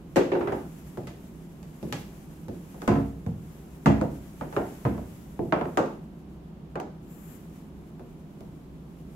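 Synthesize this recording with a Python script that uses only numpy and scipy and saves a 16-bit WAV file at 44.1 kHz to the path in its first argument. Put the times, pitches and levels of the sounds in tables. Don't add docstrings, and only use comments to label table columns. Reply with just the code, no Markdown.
import sys
import numpy as np
from scipy.fft import rfft, irfft, next_fast_len
from scipy.io import wavfile

SR = 44100
rng = np.random.default_rng(int(sys.argv[2]) if len(sys.argv) > 2 else 0)


def wrap_up_sound(samples):
    columns = np.atleast_2d(samples).T
    tamed = np.clip(columns, -1, 1)
    steps = np.round(tamed * 32767).astype(np.int16)
    wavfile.write(sys.argv[1], SR, steps)


N = 403515

# start in seconds,
# level in dB, contact time in ms, click in dB, bass weight in dB, frame ring in dB.
CLICKS_AND_KNOCKS = [(1.071, -53, 0.28, -6.5, -9, -1), (1.629, -64, 1.1, -1.5, 10, -2),
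                     (1.925, -41.5, 0.24, -4.5, -1, -24), (2.744, -50.5, 1.25, -32, -10, -14),
                     (2.819, -43, 0.86, -15.5, -6, -14), (2.877, -27, 0.77, -21, 1, 9.5),
                     (2.912, -40, 0.64, -33, 5, 15.5), (2.955, -35.5, .95, -38, -1, 12),
                     (3.264, -41.5, 1.4, -24.5, 12, -9), (3.859, -24.5, 0.67, -21.5, 0.5, 10.5),
                     (4.013, -26.5, 1.42, -32, -6.5, -12), (4.411, -37, 0.94, -30, -9, 1),
                     (4.526, -45, 0.78, -21, -8, 0), (4.565, -27, 1.01, -34, -13, -7.5),
                     (4.851, -31, 0.89, -36, 4, 6.5), (4.979, -43, 1.15, -31, 1, -9),
                     (5.392, -26.5, 2.28, -59, -11, -11), (5.524, -24, 0.78, -38, -13.5, -20),
                     (5.612, -32.5, 0.93, -43, -11.5, -20), (5.656, -35.5, 1.4, -45, -17, -22),
                     (5.773, -22.5, 0.93, -24, -18.5, -9.5), (5.792, -26.5, 2.3, -36, -24, -15),
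                     (5.859, -48, 1.4, -21, -13, -15), (6.756, -35, 0.94, -31, -12.5, -18),
                     (6.8, -38.5, 0.95, -19.5, -16, -22)]
# frequency in Hz, level in dB, t60 in seconds.
FRAME_MODES = [(63.6, -12, 0.68), (97, -17, 0.08), (147.8, 0, 0.31), (213.7, 1.5, 0.43), (274.7, -1, 0.45),
               (348.8, 0, 0.21), (381, -14, 0.52), (457, -11.5, 0.49), (642, -16, 0.39), (689, -13.5, 0.43),
               (904, -23, 0.15), (1014, -4, 0.16), (1320, -39, 0.16)]
# start in seconds, level in dB, contact time in ms, click in dB, flex in dB.
PANEL_BUMPS = [(0.159, -34, 0.39, -7.5, 17.5), (0.166, -28.5, 0.51, -15.5, 9),
               (0.318, -36, 0.45, -34, 12.5), (0.352, -34, 0.8, -43, 6.5), (0.408, -34, 0.75, -34, 3.5),
               (0.473, -32.5, 0.69, -38, -4), (0.521, -29.5, 1, -30, -9.5)]
# frequency in Hz, level in dB, t60 in seconds.
PANEL_MODES = [(168, -21, 0.22), (218, -29, 0.21), (282, -6, 0.29), (355.3, 0, 0.29), (400.3, 4, 0.25),
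               (468, -9, 0.35), (537, -5.5, 0.31), (830, -14.5, 0.26), (915, -13.5, 0.29)]
# centre in Hz, width in Hz, gain in dB.
PLASTIC_PEAKS = [(346, 13, 4.5), (445, 110, -1.5), (571, 30, 0), (681, 12, -4), (873, 51, 3),
                 (1370, 54, -0.5), (2000, 63, 2.5), (2780, 41, 4.5), (5900, 290, -1), (6590, 1300, 6),
                 (7760, 900, 6.5)]
# start in seconds, level in dB, contact time in ms.
SHOE_TAPS = [(0.973, -37.5, 1.47), (1.828, -35, 2.4), (2.483, -37.5, 2.1), (7.995, -49, 1.3)]
# frequency in Hz, gain in dB.
PALM_COLOUR = [(300, -11), (1200, 3), (2800, -4.5), (4200, -16), (6300, -9), (7350, 4), (8000, -3),
               (9200, -9), (11800, 1), (13600, 3), (15800, -8)]
# start in seconds, level in dB.
FAINT_TICK = (8.407, -49.5)
# time in seconds, relative level in dB.
SHIRT_MOTION = [(0.0, -74), (0.61, -63.5), (1.6, -70.5), (1.91, -62), (2.44, -68.5), (2.93, -62),
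                (3.21, -70.5), (4.41, -64), (4.56, -61.5), (4.92, -63), (5.38, -68), (5.76, -68),
                (6.01, -75), (6.8, -80.5), (7.31, -68), (7.8, -74), (8.95, -75), (9.15, -70)]
# frequency in Hz, gain in dB.
SHIRT_COLOUR = [(300, 1), (1200, 3), (2800, -1.5), (4200, -8), (6000, -4), (7300, -2), (9200, -6.5),
                (11800, -0.5), (14000, -6.5), (15800, -8)]
# frequency in Hz, gain in dB.
AIR_COLOUR = [(15, -59), (25, -18), (64, -10), (113, -20.5), (157, -3), (222, -10), (382, -16),
              (449, -23.5), (769, -28), (857, -30), (929, -30), (1930, -43), (3050, -44), (5370, -53),
              (15800, -77)]
# centre in Hz, width in Hz, level in dB.
DUCT_PEAKS = [(63, 8.9, -57), (161.8, 12, -54.5), (199.2, 5.3, -58)]
# frequency in Hz, gain in dB.
BLOW_COLOUR = [(60, -13), (120, 1), (400, -2), (1000, -2.55), (2400, -2), (7000, -3), (14000, -8.5)]
# frequency in Hz, gain in dB.
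RADIATION_GAIN = [(30, -17), (65, -20), (7500, -0.5), (9500, 1), (13000, 12.5)]
# frequency in Hz, gain in dB.
CRACK_GAIN = [(100, -25), (500, 5), (1500, 11), (4000, 10), (10000, 7.5)]
# frequency in Hz, t60 in seconds.
SHELL_DECAY = [(100, 0.14), (400, 0.28), (1200, 0.068), (3000, 0.11), (10000, 0.072)]
# frequency in Hz, gain in dB.
ROOM_GAIN = [(100, -6), (400, -1.5), (1200, -8), (3000, -2), (10000, -7)]
# frequency in Hz, t60 in seconds.
ROOM_DECAY = [(100, 0.65), (350, 0.46), (1000, 0.4), (2500, 0.43), (6000, 0.48), (12000, 0.2)]
# frequency in Hz, left-right correlation.
STEREO_LIKENESS = [(60, .98), (300, 0.94), (650, 0.45), (1400, 0), (3000, 0.013), (8000, 0)]


def clicks_and_cart(ring_db=1.5, swell_s=0.024, crack_db_per_ms=6, yield_db_per_db=0.29):
    out = np.zeros((2, N))
    for start_s, level_db, contact_ms, click_db, weight_db, frame_db in CLICKS_AND_KNOCKS:
        crack_db = -2.5 - yield_db_per_db * frame_db + crack_db_per_ms * contact_ms
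        clack = contact(contact_ms, click_db, weight_db, crack_db, PLASTIC_PEAKS)
        boom = amp(frame_db + ring_db) * ring(FRAME_MODES, swell_s)
        add(out, start_s, amp(level_db) * (clack + boom))
    return out


def panel(contact_db=-3, ring_db=5.0, swell_s=0.015):
    out = np.zeros((2, N))
    for start_s, level_db, contact_ms, click_db, flex_db in PANEL_BUMPS:
        edge = contact(contact_ms, click_db, weight_db=-10, crack_db=-6, peaks=PLASTIC_PEAKS)
        flex = contact(contact_ms=2.05, click_db=-55, weight_db=-23, crack_db=-9, peaks=PLASTIC_PEAKS)
        add(out, start_s, amp(level_db + contact_db) * (edge + amp(flex_db) * flex))
        add(out, start_s, amp(level_db + flex_db + ring_db) * ring(PANEL_MODES, swell_s))
    return out


def shoes(click_db=-27, weight_db=-5, crack_db=5, sole_delay_s=0.061, sole_db=-9, sole_ms=3.1):
    out = np.zeros((2, N))
    for start_s, level_db, contact_ms in SHOE_TAPS:
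        tap = contact(contact_ms, click_db, weight_db, crack_db)
        sole = contact(sole_ms, click_db, weight_db, crack_db)
        add(out, start_s, amp(level_db) * tap)
        add(out, start_s + sole_delay_s, amp(level_db + sole_db) * sole)
    return out


def hand(start_s=7.11, end_s=7.36, start_db=-59, growth_db_per_s=10, edge_db_per_s=300):
    t = np.arange(N) / SR
    stroke_s = np.clip(t, start_s, end_s)
    level_db = start_db + growth_db_per_s * (stroke_s - start_s) - edge_db_per_s * np.abs(t - stroke_s)
    return rub(level_db, PALM_COLOUR, left_db=3, catch_db=0.8)


def tick():
    start_s, level_db = FAINT_TICK
    out = np.zeros((2, N))
    add(out, start_s, amp(level_db) * contact(contact_ms=1.53, click_db=-19, weight_db=0, crack_db=10))
    return out


def shirt(gain_db=7):
    motion_db = np.interp(np.arange(N) / SR, *np.transpose(SHIRT_MOTION))
    return rub(motion_db + gain_db, SHIRT_COLOUR, left_db=1.0, catch_db=1.5)


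def ventilation(air_db=-44.5):
    air = amp(air_db) * rush(lambda hz: amp(along(AIR_COLOUR, hz)))
    hum = sum(amp(db) * rush(lambda hz: peak(hz, centre_hz, width_hz))
              for centre_hz, width_hz, db in DUCT_PEAKS)
    return air + hum


def contact(contact_ms, click_db, weight_db, crack_db, peaks=(), size=24576):
    ripple_db, ripple_hz, crack_t60_s, swell_cycles = 2.5, 45, 0.0073, 0.95
    t = np.arange(size) / SR
    hz, spectrum = noise_spectrum(size)
    ripple = np.interp(hz / ripple_hz, np.arange(size), rng.standard_normal(size))
    colour_db = force_db(hz, contact_ms, click_db, weight_db) + ripple_db * ripple
    colour_db += along(RADIATION_GAIN, hz)
    colour_db += sum(db * peak(hz, centre_hz, width_hz) for centre_hz, width_hz, db in peaks)
    spectrum = spectrum * amp(colour_db) / np.sqrt(hz + 1)
    out = np.zeros((2, size))
    for centre_hz in 70 * 2 ** np.arange(8):
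        distance_oct = np.minimum(np.abs(np.log2((hz + 1) / centre_hz)), 1)
        band = irfft(spectrum * np.cos(np.pi / 2 * distance_oct) ** 2, size)
        crack = amp(crack_db + along(CRACK_GAIN, centre_hz)) * fade(t, crack_t60_s)
        shell = fade(t, along(SHELL_DECAY, centre_hz))
        room = amp(along(ROOM_GAIN, centre_hz)) * fade(t, along(ROOM_DECAY, centre_hz))
        swell = 1 - np.exp(-t * centre_hz / swell_cycles)
        band *= np.sqrt(crack ** 2 + shell ** 2 + room ** 2) * swell
        band_db = force_db(centre_hz, contact_ms, click_db, weight_db)
        out += amp(band_db) * band / np.std(band[:, :SR // 20])
    return out


def force_db(hz, contact_ms, click_db, weight_db, rolloff_order=4.69, bass_full_hz=118, bass_end_hz=366):
    cycles = hz * contact_ms / 1000
    bass = along([(bass_full_hz, 1), (bass_end_hz, 0)], hz)
    power = 1 / (1 + cycles ** rolloff_order) + amp(click_db) ** 2
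    return weight_db * bass + along(BLOW_COLOUR, hz) + 10 * np.log10(power)


def ring(modes, swell_s, size=24576):
    t = np.arange(size) / SR
    out = np.zeros((2, size))
    for hz, db, t60_s in modes:
        _, phase, skew = rng.standard_normal(3)
        spread_rad = np.array([[1], [-1]]) * skew * stereo_angle(hz)
        out += amp(db) * fade(t, t60_s) * np.sin(2 * np.pi * hz * t + np.pi * phase + spread_rad)
    return out * (1 - np.exp(-t / swell_s))


def rub(level_db, colour, left_db, catch_db, catch_rate_hz=25):
    knots = rng.standard_normal(N // 100)
    catches = np.interp(np.arange(N) / SR * catch_rate_hz, np.arange(len(knots)), knots)
    hiss = rush(lambda hz: amp(along(colour, hz)))
    return amp(level_db + catch_db * catches) * hiss * amp([[left_db], [-left_db]])


def rush(gain_at):
    size = next_fast_len(N)
    hz, spectrum = noise_spectrum(size)
    noise = irfft(spectrum * gain_at(hz), size)[:, :N]
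    return noise / np.sqrt(np.mean(noise ** 2) + 1e-20)


def noise_spectrum(size):
    hz = np.fft.rfftfreq(size, 1 / SR)
    mid, side = rfft(rng.standard_normal((2, size)))
    angle_rad = stereo_angle(hz)
    return hz, np.cos(angle_rad) * mid + np.array([[1], [-1]]) * np.sin(angle_rad) * side


def stereo_angle(hz):
    return np.arccos(np.clip(along(STEREO_LIKENESS, hz), -1, 1)) / 2


def peak(hz, centre_hz, width_hz):
    return 1 / (1 + (2 * (hz - centre_hz) / width_hz) ** 2)


def along(points, hz):
    points_hz, values = np.transpose(points)
    return np.interp(np.log(hz + 1), np.log(points_hz), values)


def fade(t, t60_s):
    return np.exp(-np.log(1000) * t / t60_s)


def amp(db):
    return 10 ** (np.asarray(db) / 20)


def add(track, start_s, sound):
    start = round(start_s * SR)
    track[:, start:start + sound.shape[1]] += sound[:, :N - start]


def scene(right_db=0.5):
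    right_side = (panel() + clicks_and_cart() + shoes() + ventilation()) * amp([[-right_db], [right_db]])
    return right_side + shirt() + hand() + tick()


def record(dry):
    cutoff_hz = 15780
    size = next_fast_len(N + SR // 2)
    passband = np.fft.rfftfreq(size, 1 / SR) < cutoff_hz
    return irfft(rfft(dry, size) * passband, size)[:, :N]


dry = scene()
out = record(dry)
wrap_up_sound(out)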